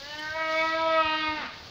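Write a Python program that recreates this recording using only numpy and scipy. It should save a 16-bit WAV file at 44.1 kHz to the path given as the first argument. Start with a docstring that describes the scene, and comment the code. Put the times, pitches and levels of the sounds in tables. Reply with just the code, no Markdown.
"""Calf bawling in a straw yard.

One clear, high call swells, brightens and breaks off in a rasp. Larynx harmonics pass
through moving resonances of throat and mouth; the open yard answers faintly. Behind it:
hiss of wind and straw, one cracking straw, low rumble and soft bumps on the microphone."""
import sys
import numpy as np
from scipy import signal
from scipy.fft import rfft, irfft
from scipy.io import wavfile

SR = 44100
rng = np.random.default_rng(int(sys.argv[2]) if len(sys.argv) > 2 else 0)


def wav_out(sig):
    """Save sig, one row per channel (or a flat mono array), as 16-bit PCM at SR to the path in sys.argv[1]."""
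    wavfile.write(sys.argv[1], SR, np.round(np.clip(np.atleast_2d(sig).T, -1, 1) * 32767).astype(np.int16))


N = 74970
T = np.arange(N) / SR
HZ = np.fft.rfftfreq(N, 1 / SR)

# Larynx pitch: t/s, f/Hz
PITCH = [(0, 272.8), (.096, 295.9), (.182, 304.4), (.32, 311.1), (.365, 320.2), (.518, 317.2), (.65, 321.5),
         (.83, 324.6), (.932, 322.1), (1.015, 318.7), (1.06, 312.1), (1.2, 312.1), (1.365, 306.5),
         (1.402, 293.2), (1.46, 237.5)]
# Fundamental: t/s, level/dB
FUNDAMENTAL = [(.14, -61), (.2, -46), (.33, -61), (.43, -48), (.65, -42), (1.0, -42), (1.345, -38),
               (1.395, -51.5)]
# Throat and mouth resonances, lowest first: t/s, f/Hz, level/dB
FORMANT_1 = [(0, 572, -53), (.13, 780, -45.5), (.27, 860, -44), (.305, 620, -51), (.36, 774, -34),
             (.57, 705, -32), (.65, 800, -30.5), (.70, 900, -42.5), (.75, 713, -33.5), (.83, 806.7, -27.5),
             (.95, 683, -25.5), (1.015, 694, -28), (1.045, 980, -33.5), (1.14, 886, -29.5),
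             (1.21, 940, -39), (1.32, 800, -38), (1.395, 848.8, -39), (1.45, 696.5, -48)]
FORMANT_2 = [(0, 1290, -58.5), (0.221, 1444, -44.5), (0.329, 1577, -30.5), (0.354, 1330, -45.5),
             (0.418, 1393, -32.5), (.55, 1250, -33), (0.591, 1515, -39), (0.649, 1224, -29.5),
             (.78, 1400, -30.5), (.86, 1210, -31), (0.951, 1305, -27.5), (1.009, 1250, -22.5),
             (1.029, 1364, -33.5), (1.06, 1280, -31.5), (1.185, 1400, -37), (1.249, 1327, -29),
             (1.33, 1355, -42)]
FORMANT_3 = [(0, 1750, -55.5), (.13, 1870, -41.5), (.32, 1985, -44.5), (.37, 2087, -34),
             (0.499, 2073, -33.5), (.59, 2193, -29.5), (0.712, 1920, -32), (.79, 2292, -44),
             (0.879, 2150, -42), (0.959, 2080, -30), (1.029, 1930, -39), (1.12, 1915, -35.5),
             (1.28, 2065, -34), (1.45, 1920, -46)]
FORMANT_4 = [(.26, 2650, -64.5), (.47, 2715, -43), (.52, 2830, -46.5), (0.611, 2540, -42), (.77, 2580, -52),
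             (.89, 2700, -47), (.97, 2660, -38), (1.071, 2617, -31.5), (1.18, 2665, -40),
             (1.24, 2580, -35.5), (1.45, 2750, -51.5)]
FORMANT_5 = [(.05, 2860, -62), (.14, 2950, -44.5), (.163, 3040, -56.5), (.19, 3060, -40),
             (0.241, 3100, -59.5), (.44, 3200, -59), (.6, 3520, -42.5), (.66, 3600, -51), (.89, 3400, -42),
             (.97, 3456, -42), (1.02, 3294, -39.5), (1.18, 3190, -41), (1.24, 3380, -39.5),
             (1.33, 3270, -61)]
FORMANT_6 = [(.15, 3890, -69), (.4, 3760, -54), (1.0, 4000, -53.5), (1.11, 3870, -41.5), (1.3, 3850, -45.5),
             (1.4, 3745, -55.5)]
# Formants 1-6: width/Hz
WIDTHS_HZ = [447, 413, 380, 378, 346, 465]
ONSET_S, BREAK_S, BREAK_RISE_S, FRAY_S, CLOSE_S = .46, 1.408, .0035, .012, .026
JITTER, ONSET_JITTER, BREAK_JITTER = .0011, .0022, .0418   # fractions of pitch
SHIMMER_DB, ONSET_SHIMMER_DB, PHASE_SPREAD_RAD = 1.5, 4, .57
AIR_DB, FRAY_AIR_DB = -51.5, -11.5   # re tone, at harmonic 5
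RING_HZ, RING_WIDTH_HZ, RING_S, RING_SPREAD_S, RING_DB = 4700, 210, 1.236, .13, -45.5


def bawl():
    """Larynx harmonics through moving formants: shaky onset, clear middle, airy break."""
    starting = np.clip(1 - (T / ONSET_S) ** 2, 0, 1)
    broken = .5 + .5 * np.tanh((T - BREAK_S) / BREAK_RISE_S)
    jitter = JITTER + ONSET_JITTER * starting + BREAK_JITTER * broken
    airy = from_db(AIR_DB) + from_db(FRAY_AIR_DB) * np.exp(np.minimum(T - BREAK_S, 0) / FRAY_S)
    pitch = in_time(PITCH)[0]
    phase = 2 * np.pi * np.cumsum(pitch * (1 + jitter * drift(120))) / SR
    formants = map(in_time, (FORMANT_1, FORMANT_2, FORMANT_3, FORMANT_4, FORMANT_5, FORMANT_6))
    tract = [(hz, width, from_db(db)) for (hz, db), width in zip(formants, WIDTHS_HZ)]
    ring = from_db(RING_DB) * np.exp(-((T - RING_S) / RING_SPREAD_S) ** 2)
    tract.append((RING_HZ, RING_WIDTH_HZ, ring))   # thin ring at the widest gape
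    voice = from_db(in_time(FUNDAMENTAL)[0]) * np.cos(phase)
    for k in range(2, 20):
        power = sum((gain * resonance(k * pitch, hz, width)) ** 2 for hz, width, gain in tract)
        shimmer = from_db(SHIMMER_DB * drift(17) + ONSET_SHIMMER_DB * starting * drift(17))
        angle = k * phase + PHASE_SPREAD_RAD * np.sqrt(k) * rng.standard_normal()
        air = airy * k / 5 * (drift(240) * np.cos(angle) + drift(330) * np.sin(angle))
        voice += np.sqrt(power) * (shimmer * np.cos(angle) + air)
    closing = np.clip((PITCH[-1][0] - T) / CLOSE_S + 1, 0, 1)
    return -np.sqrt(2) * voice * closing


# Rasp spectrum: f/Hz, gain/dB
RASP_SPECTRUM = [(150, -11.5), (245, 5), (420, -8.5), (620, 2), (2500, -1), (4500, -29), (7000, -56.5)]
RASP_S, RASP_ATTACK_S, RASP_RELEASE_S, RASP_DB = 1.425, .026, .043, -38
FLAP_HZ, FLAP_JITTER, RASP_AIR_DB = 229.3, .15, -3.5


def rasp():
    """Slack vocal folds flap unevenly as the call ends, with air between the flaps."""
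    swell = np.exp(np.minimum((T - RASP_S) / RASP_ATTACK_S, (RASP_S - T) / RASP_RELEASE_S))
    cycles = np.floor(np.cumsum(FLAP_HZ * (1 + FLAP_JITTER * drift(150.36))) / SR)
    flaps = colour(np.diff(cycles, prepend=0), RASP_SPECTRUM)
    air = from_db(RASP_AIR_DB) * noise(RASP_SPECTRUM)
    return from_db(RASP_DB) * np.tanh(2 * swell) * rms_one(flaps + air)


YARD_LOW_HZ, YARD_HIGH_HZ = 815, 3450
SCATTER_DELAY_S, SCATTER_T60_S, SCATTER_DB = .036, .65, -9.5
ECHO_S, ECHO_DB = .22, -18.5


def yard(call):
    """Band-limited scatter from the bales and one echo from a far wall."""
    band = signal.butter(2, [YARD_LOW_HZ, YARD_HIGH_HZ], "band", fs=SR, output="sos")
    decay = from_db(-60 * T / SCATTER_T60_S) * (T > SCATTER_DELAY_S)
    tail = signal.sosfilt(band, rng.standard_normal(N) * decay)
    band_share = 2 * (YARD_HIGH_HZ - YARD_LOW_HZ) / SR
    scatter = signal.fftconvolve(call, np.sqrt(band_share) * tail / np.linalg.norm(tail))[:N]
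    echo = signal.sosfilt(band, np.interp(T - ECHO_S, T, call, left=0))
    return from_db(SCATTER_DB) * scatter + from_db(ECHO_DB) * echo


# Footfall bumps: t/s, f/Hz, level/dB
BUMPS = [(0.302, 93.7, -42), (1.048, 75, -38.5), (1.283, 87.5, -39.5)]
# Straw crack: t/s, level/dB
CRACKS = [(0.193, -50)]
# Crack spectrum: f/Hz, gain/dB
CRACK_SPECTRUM = [(2500, -19), (5000, -1), (13000, -22)]
BUMP_RISE_S, CRACK_DECAY_S, SETTLE_S, SETTLE_DB = .007, .003, .025, -10


def steps():
    """Walking bumps the microphone softly; a straw cracks, then settles."""
    out, crack = np.zeros(N), noise(CRACK_SPECTRUM)
    for s, hz, db in BUMPS:
        age = np.maximum(T - s, 0)
        envelope = age / BUMP_RISE_S * np.exp(1 - age / BUMP_RISE_S)
        out += from_db(db) * envelope * np.sin(2 * np.pi * hz * age)
    for s, db in CRACKS:
        age = np.maximum(T - s, 0)
        envelope = np.exp(-age / CRACK_DECAY_S) + from_db(SETTLE_DB) * np.exp(-age / SETTLE_S)
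        out += from_db(db) * envelope * (T > s) * crack
    return out


# Wind and straw spectrum: f/Hz, gain/dB
HISS_SPECTRUM = [(200, -6), (450, -16.5), (900, -13), (2200, -2.5), (4600, 1), (6700, -17), (8000, -37.5),
                 (13300, -42.5), (15200, -23.5)]
# Hiss before the treble shelf: t/s, level/dB
HISS_LEVEL = [(.42, -47), (.58, -40), (1.38, -40), (1.62, -49.5)]
# Treble shelf: t/s, gain/dB
TREBLE_GAIN = [(.23, 7.5), (.42, 3), (.53, 4), (1, -13), (1.5, -6.5), (1.6, 5.5)]
TREBLE_HZ, GRAINS_PER_S, GRAIN_SPREAD_DB, RUSTLE_DB = 4900, 410, 4.5, -9.5


def straw_hiss():
    """Wind hiss with fine grains of trodden straw; the treble fades and returns."""
    grains = (rng.random(N) < GRAINS_PER_S / SR) * rng.choice([-1, 1], N)
    grains = grains * from_db(GRAIN_SPREAD_DB * np.minimum(rng.exponential(1, N), 4))
    hiss = colour(rng.standard_normal(N) + from_db(RUSTLE_DB) * rms_one(grains), HISS_SPECTRUM)
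    hiss *= from_db(in_time(HISS_LEVEL)[0] + .5 * drift(25))
    treble = signal.sosfiltfilt(signal.butter(2, TREBLE_HZ, "high", fs=SR, output="sos"), hiss)
    return hiss + treble * (from_db(in_time(TREBLE_GAIN)[0]) - 1)


# Low-mid wash: t/s, level/dB
WASH_LEVEL = [(0, -54.5), (.4, -57.5), (1.1, -62.5), (1.26, -51.5)]
# Wind rumble spectrum: f/Hz, gain/dB
RUMBLE_SPECTRUM = [(20, -35.5), (65, 11.5), (140, 9), (450, -32)]
WASH_HZ, WASH_WIDTH_HZ, RUMBLE_DB = 480, 1800, -58


def wind():
    """A dull wash and the lumpy rumble of wind on the microphone."""
    wash = irfft(rfft(rng.standard_normal(N)) * resonance(HZ, WASH_HZ, WASH_WIDTH_HZ), N)
    rumble = noise(RUMBLE_SPECTRUM) * from_db(RUMBLE_DB + 2 * drift(2.2))
    return rms_one(wash) * from_db(in_time(WASH_LEVEL)[0]) + rumble


def from_db(db):
    """Decibels to gain."""
    return 10 ** (np.asarray(db) / 20)


def rms_one(x):
    """Scale to rms 1."""
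    return x / np.sqrt(np.mean(x ** 2) + 1e-20)


def in_time(rows):
    """Value columns of a time table, interpolated per sample."""
    s, *columns = np.transpose(rows)
    return [np.interp(T, s, column) for column in columns]


def drift(rate_hz):
    """Smooth random wander, rms 1, generated at SR / 10."""
    pole = np.exp(-20 * np.pi * rate_hz / SR)
    white = rng.standard_normal(N // 10 + 2002)
    slow = signal.lfilter([1], [1, -2 * pole, pole * pole], white)[2000:]
    return np.interp(np.arange(N) / 10, np.arange(len(slow)), rms_one(slow))


def resonance(hz, centre_hz, width_hz):
    """Steep-sided resonance, peak gain 1."""
    return 1 / (1 + (2 * np.abs(hz - centre_hz) / width_hz) ** 3) ** 1.065


def colour(x, spectrum):
    """Filter by a spectrum table, rms 1."""
    hz, db = np.transpose(spectrum)
    gain = from_db(np.interp(np.log(HZ + 1), np.log(hz), db))
    return rms_one(irfft(rfft(x) * gain, N))


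def noise(spectrum):
    """Coloured noise, rms 1."""
    return colour(rng.standard_normal(N), spectrum)


def scene():
    """Calf, yard reflections and background, mono."""
    calf = bawl() + rasp()
    return (calf + yard(calf) + straw_hiss() + wind() + steps())[None]


CUTOFF_HZ = 15600


def record(dry):
    """Steep elliptic low-pass."""
    return signal.sosfilt(signal.ellip(12, .2, 80, CUTOFF_HZ, fs=SR, output="sos"), dry)


dry = scene()
out = record(dry)
wav_out(out)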